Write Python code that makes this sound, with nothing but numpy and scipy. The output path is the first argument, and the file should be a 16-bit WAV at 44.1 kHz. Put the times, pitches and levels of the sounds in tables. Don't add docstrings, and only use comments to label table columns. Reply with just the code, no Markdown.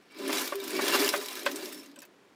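import sys
import numpy as np
from scipy import signal
from scipy.fft import rfft, irfft
from scipy.io import wavfile
from scipy.ndimage import uniform_filter1d

SR = 44100
rng = np.random.default_rng(int(sys.argv[2]) if len(sys.argv) > 2 else 0)


def nominal_scale(level):
    x = np.asarray(level, float) / 20
    return 10 ** x


def dump(signal):
    limited = np.clip(np.atleast_2d(signal).T, -1, 1)
    pcm = np.round(limited * 32767).astype(np.int16)
    wavfile.write(sys.argv[1], SR, pcm)


N = 103635


def evened(x):
    return x / np.sqrt(np.mean(x ** 2) + 1e-20)


def colour(x, points):
    f, db = np.transpose(points)
    hz = np.fft.rfftfreq(len(x), 1 / SR)
    gain_db = np.interp(np.log(hz + 1), np.log(f + 1), db, left=-90)
    return irfft(rfft(x) * nominal_scale(gain_db), len(x))


def add(mix, s, sound):
    part = mix[round(s * SR):][:len(sound)]
    part += sound[:len(part)]


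def resonate(x, hz, width):
    spin = np.exp(2j * np.pi * np.cumsum(hz * np.ones(len(x))) / SR)
    r = np.exp(-np.pi * abs(width) / SR)
    return 2 * (spin * signal.lfilter([1 - r], [1, -r], x / spin)).real


def steep_resonance(x, hz, width):
    return resonate(resonate(x, hz, width), hz, width)


def air():
    # (frequency [Hz], level [dB per Hz])
    air_colour = [(20, -36), (100, -24), (200, -9.5), (400, -7.5), (600, -13.5), (2000, -18.5),
                  (7000, -31.5), (15800, -45)]
    return nominal_scale(-61.5) * evened(colour(rng.standard_normal(N), air_colour))


def room(x):
    t60_s, taps_per_s, first_tap_s = 0.1, 2000, 0.004
    t = np.arange(SR // 3) / SR
    taps = rng.choice([-1., 1.], len(t)) * (rng.random(len(t)) < taps_per_s / SR)
    taps = taps * (t > first_tap_s) * nominal_scale(-60 * t / t60_s)
    taps = uniform_filter1d(taps, size=4)
    return signal.fftconvolve(x, taps / np.linalg.norm(taps))[:N]


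def singing(rows):
    out = np.zeros(N)
    noise = rng.standard_normal((len(rows), SR // 2))
    for (s, length, hz, db, width), n in zip(rows, noise):
        u = np.arange(0, length, 1 / SR) / length
        tone = steep_resonance(n, hz, width)[-len(u):]
        add(out, s, nominal_scale(db) * evened(tone) * np.sin(np.pi * u ** 0.68))
    return out


def bearing():
    # (start [s], length [s], frequency [Hz], level [dB], width [Hz])
    bearing_tones = [(1.362, .08, 380, -50, 17), (.594, .05, 2290, -51, 60), (0.598, 0.03, 3760, -48, 90),
                     (0.71, 0.2, 2290, -45, 90), (1.35, 0.11, 12700, -55, 90), (1.688, 0.2, 5390, -57, 70),
                     (1.686, .012, 14600, -50, 300), (1.3, .012, 14600, -55, 300),
                     (1.726, 0.012, 14600, -48, 300), (1.752, .012, 14700, -53, 300),
                     (1.776, .009, 14700, -54, 300), (.1, .14, 2290, -59, 60), (.462, .04, 2300, -46, 60),
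                     (1.17, .07, 3850, -50, 150), (1.27, .07, 3880, -53, 220), (.93, .1, 2780, -41, 140),
                     (2.018, .016, 1720, -55, 150), (1.959, .012, 3010, -58, 200),
                     (1.987, .01, 5670, -49, 200)]
    return singing(bearing_tones)


def base_rings():
    # (start [s], length [s], frequency [Hz], level [dB], width [Hz])
    base_tones = [(.185, .03, 353, -39, 40), (.725, .04, 389.5, -37, 36), (1.98, .04, 277.4, -54, 26),
                  (.28, 0.044, 301.7, -36.5, 20), (.8, 0.049, 381.4, -34, 16), (.94, 0.047, 380, -32, 19),
                  (.99, .04, 294, -34, 19), (1.016, .04, 400.6, -32.5, 13), (1.17, .05, 405, -47, 20),
                  (1.52, .06, 364.5, -43, 12.6), (1.63, 0.04, 379.4, -39.5, 20), (1.5, 0.062, 283, -44, 23),
                  (1.88, .05, 272, -52, 16)]
    return singing(base_tones)


def moan():
    start_s, start_hz, level_db, swell_s, sag_hz_per_s = .538, 400, -30.5, .027, 90
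    u = np.maximum(np.arange(N) / SR - start_s, 0)
    swell = u / swell_s * np.exp(1 - u / swell_s)
    return nominal_scale(level_db) * swell * np.sin(2 * np.pi * (start_hz * u - sag_hz_per_s * u ** 2 / 2))


def knocks(rows, modes, blow_s, top_hz):
    # (frequency [Hz], level [dB per Hz])
    rattle_colour = [(300, -25), (600, -3), (1500, -.5), (2700, -4), (9000, -20)]
    rattle_db, flutter, flutter_hz = -4.5, 0.074, 90
    out, t = np.zeros(N), np.arange(5000) / SR
    noise = rng.standard_normal((len(rows), len(t)))
    rise = 1 - np.exp(-(t / blow_s) ** 2 * 3)
    b, a = signal.butter(4, top_hz, fs=SR)
    for (s, db, tilt_db), n in zip(rows, noise):
        rattle = evened(signal.lfilter(b, a, colour(n, rattle_colour)))
        hit = nominal_scale(rattle_db) * rattle * np.exp(-t / blow_s / 2)
        for k, (hz, mode_db, t60) in enumerate(modes):
            ring = np.sin(2 * np.pi * (hz * t + n[k]))
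            ring = ring * (1 + flutter * np.sin(2 * np.pi * (flutter_hz * t + n[-k])))
            hit = hit + nominal_scale(mode_db + tilt_db * np.log2(hz / 1000) - 60 * t / t60) * ring
        add(out, s, nominal_scale(db) * rise * hit / abs(rise * hit).max())
    return out


def figure_taps():
    # (time [s], peak [dB], tilt [dB per octave])
    tap_times = [
        (1.1355, -17, -0.2),
        (1.150, -31, 1),
    ]
    # (frequency [Hz], level [dB], t60 [s])
    tap_modes = [(580, -2, .07), (1150, -13, .04), (1550, 1.5, .035), (2300, -6, .03), (2600, -10, .03)]
    return knocks(tap_times, tap_modes, blow_s=.0058, top_hz=3070)


def figure_clacks():
    # (time [s], peak [dB], tilt [dB per octave])
    clack_times = [
        (1.461, -14, 2),
        (1.960, -46.5, 9),
        (1.974, -43.5, -8),
        (2.022, -44.5, 5),
        (2.034, -45, 8),
    ]
    # (frequency [Hz], level [dB], t60 [s])
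    clack_modes = [(568, -.5, .075), (900, -11, .045), (1009, -6, .06), (1550, -1.5, .05), (2100, -10, .03),
                   (2570, -6, .04), (3650, -14, .025), (4620, -15, .025)]
    return knocks(clack_times, clack_modes, blow_s=.0058, top_hz=5400)


def platform_thuds():
    # (time [s], peak [dB], tilt [dB per octave])
    thud_times = [
        (.292, -23.5, -0.5),
        (.361, -29.5, 21),
        (.521, -21, -4),
        (.788, -19.5, -3.5),
        (.942, -17.5, -2),
        (1.645, -53, 1),
    ]
    # (frequency [Hz], level [dB], t60 [s])
    thud_modes = [(340, -6, .03), (582, -2, .05), (1030, -10, .04), (1164, 0, .055), (1470, -9, .03),
                  (1720, -11, .03), (2110, -9, .035), (2450, -10, .03)]
    return knocks(thud_times, thud_modes, blow_s=.006, top_hz=2380)


def slips():
    # (time [s], peak [dB], ring [Hz])
    slip_times = [(0.119, -54, 8160), (.144, -53, 3890), (1.453, -46, 4230), (.229, -57, 12000),
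                  (0.257, -54, 3800), (0.278, -30.5, 9900), (.327, -24, 3580), (.415, -28.5, 11700),
                  (0.475, -27, 13600), (0.554, -32, 13600), (.600, -34, 3800), (0.639, -33.5, 8300),
                  (0.678, -30, 12400), (0.845, -31, 4000), (.186, -43, 4780), (.705, -31, 9100),
                  (0.765, -32.5, 4600), (0.838, -35, 14000), (.88, -20, 3200), (1.010, -33, 4580),
                  (1.044, -22, 4850), (1.06, -24, 3300), (1.077, -21, 2830), (.975, -32, 2760),
                  (1.175, -32, 10900), (1.199, -36, 4840), (1.231, -40, 14000), (1.284, -31, 3900),
                  (1.308, -38, 3900), (1.327, -35, 5670), (1.353, -31, 3900), (1.392, -33.5, 3830),
                  (1.431, -37.5, 12600), (1.688, -42, 2300), (1.83, -48, 7700), (1.913, -52, 4970),
                  (2.058, -59, 9100), (1.089, -18, 5160), (1.161, -27, 4700), (1.258, -28.5, 5540),
                  (1.46, -27.5, 7900), (1.514, -29.5, 14000), (1.529, -45, 8100), (1.558, -29, 8120),
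                  (1.586, -44, 9000), (1.656, -30.5, 5370), (1.725, -35, 8380), (1.744, -37.5, 9600),
                  (1.859, -45.5, 6500), (1.959, -47, 8100), (1.988, -41.5, 8000), (2.018, -40.5, 6950),
                  (2.027, -44.5, 5800), (2.002, -46, 3170), (1.648, -36, 2300), (1.776, -46, 10600),
                  (2.051, -49, 14500)]
    # (frequency [Hz], level [dB per Hz])
    slip_colour = [(500, -29), (1200, -28), (2500, -12.5), (10600, -22), (15400, -25), (15900, -48)]
    rise_s, decay_s, width_hz = 0.0016, 0.0054, 270
    slip_db, ring_db, spot_db = -9.5, 2, -10
    out, t = np.zeros(N), np.arange(2048) / SR
    noise = rng.standard_normal((len(slip_times), len(t)))
    chance_hz = rng.uniform(3500, 15000, (len(slip_times), 5))
    envelope = np.minimum(t / rise_s, 1) * np.exp(-t / decay_s)
    for (s, db, hz), n, more in zip(slip_times, noise, chance_hz):
        spots = sum(evened(resonate(n, f, width_hz)) for f in more)
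        rings = evened(resonate(n, hz, width_hz)) + nominal_scale(spot_db) * spots
        hiss = evened(colour(n, slip_colour)) + nominal_scale(ring_db) * rings
        add(out, s, nominal_scale(db + slip_db) * hiss * envelope)
    return out


def turning(column):
    # (time [s], rolling load [dB], rubbing pressure [dB], fine dust [dB], lean towards the rim [dB])
    turn_levels = np.array([(0.06, -75, -70, -80, 4), (0.13, -60, -57, -75, -10),
                            (0.198, -41, -47, -54.5, 0.5), (0.28, -36.5, -40, -48, -3.5),
                            (0.36, -35, -31.5, -35.5, -0.5), (0.461, -43, -39, -41, -0.5),
                            (0.573, -54, -51, -57, 13), (0.661, -41, -42.5, -46, -8),
                            (0.78, -34.5, -37, -43, 2), (0.95, -32, -27.5, -33, 0.5),
                            (1.07, -36, -32, -35.5, 0.5), (1.201, -42.5, -43, -46, 6),
                            (1.3, -51, -43, -46.5, -5), (1.46, -42.5, -44, -50, 0.5),
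                            (1.64, -41.5, -46, -49, -1), (1.84, -51.5, -55.5, -58.5, -9),
                            (1.94, -60, -66, -79, -6), (2.1, -67, -79, -85, 3)])
    return nominal_scale(np.interp(np.arange(N) / SR, turn_levels[:, 0], turn_levels[:, column]))


def grit():
    catches_per_s, spread_db = 3000, 1
    size = nominal_scale(spread_db * np.minimum(rng.exponential(1, N), 4))
    catches = size * rng.standard_normal(N) * (rng.random(N) < catches_per_s / SR)
    return evened(catches) + rng.standard_normal(N)


def patchy(x):
    z = signal.stft(x, nperseg=256, noverlap=192)[2]
    spots = uniform_filter1d(rng.standard_normal(z.shape), size=2, axis=0)
    spots = uniform_filter1d(spots, size=12, axis=1)
    z = z * nominal_scale(2.5 * evened(spots))
    return signal.istft(z, nperseg=256, noverlap=192)[1][:N]


def rubbing():
    # (frequency [Hz], width [Hz], level [dB])
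    face_modes = [(1006, 59, 6), (1183, 27, -1), (1572, 100, 0), (1726, 140, 4.5), (2300, 410, 3),
                  (2750, 73, 5.5), (3484, 23, 4), (3900, 330, 1.5), (4655, 130, 0), (5500, 270, 2)]
    # (frequency [Hz], level [dB per Hz])
    rub_colour = [(450, -8), (650, -7.5), (1200, -5), (2500, -6), (5200, -7.5), (6500, -28.5), (9000, -33)]
    # (frequency [Hz], level [dB per Hz])
    dust_colour = [(3000, -52), (5500, 2.5), (7000, 0.5), (11000, -1.5), (15400, -2.5), (15900, -53)]
    chatter_per_s, chatter_s, chatter_db, dust_chatter_db = 100, 0.025, 9, 13
    drive = grit()
    starts = rng.random(N) * (rng.random(N) < chatter_per_s / SR)
    chatter = np.tanh(signal.lfilter([1], [1, -np.exp(-1 / (chatter_s * SR))], starts))
    chatter = chatter - uniform_filter1d(chatter, size=3000)
    ringing = evened(sum(nominal_scale(db) * evened(steep_resonance(drive, hz, w)) for hz, w, db in face_modes))
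    faces = evened(colour(drive, rub_colour)) + nominal_scale(-9) * ringing
    faces = patchy(faces) * nominal_scale(chatter_db * chatter)
    dust = patchy(colour(grit(), dust_colour)) * nominal_scale(dust_chatter_db * chatter)
    return turning(column=2) * evened(faces) + turning(column=3) * evened(dust)


def rumble():
    # (frequency [Hz], width [Hz], level [dB])
    base_modes = [(221.7, 34, -14.5), (274.5, 39, -3), (304.3, 29.7, -4.5), (371.8, 38.6, -1),
                  (400, 23, -4), (481, 57, -11.5), (589.5, 54, -8)]
    lean_hz, wander, wander_s = 335, .018, .07
    drive, lean, out = grit(), np.sqrt(turning(column=4)), np.zeros(N)
    span = round(wander_s * SR)
    for hz, width, db in base_modes:
        drift = uniform_filter1d(uniform_filter1d(rng.standard_normal(N), span), span)
        hz_now = hz * (1 + wander * evened(drift))
        mode = evened(steep_resonance(drive, hz_now, width))
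        out += nominal_scale(db) * mode * lean ** np.sign(hz - lean_hz)
    return turning(column=1) * evened(out)


def scene():
    hits = slips() + bearing() + base_rings()
    hits = hits + platform_thuds() + figure_taps() + figure_clacks()
    wood = hits + nominal_scale(-17) * room(hits) + rumble() + rubbing() + moan()
    b, a = signal.butter(4, 137, "high", fs=SR)
    return (signal.lfilter(b, a, wood) + air())[None]


def low_pass(x):
    return signal.sosfilt(signal.butter(12, 16850, fs=SR, output="sos"), x)


def record(dry):
    limited = signal.oaconvolve(dry, signal.firwin(255, 16000, fs=SR)[None], "same")
    return low_pass(limited)


dry = scene()
out = record(dry)
dump(out)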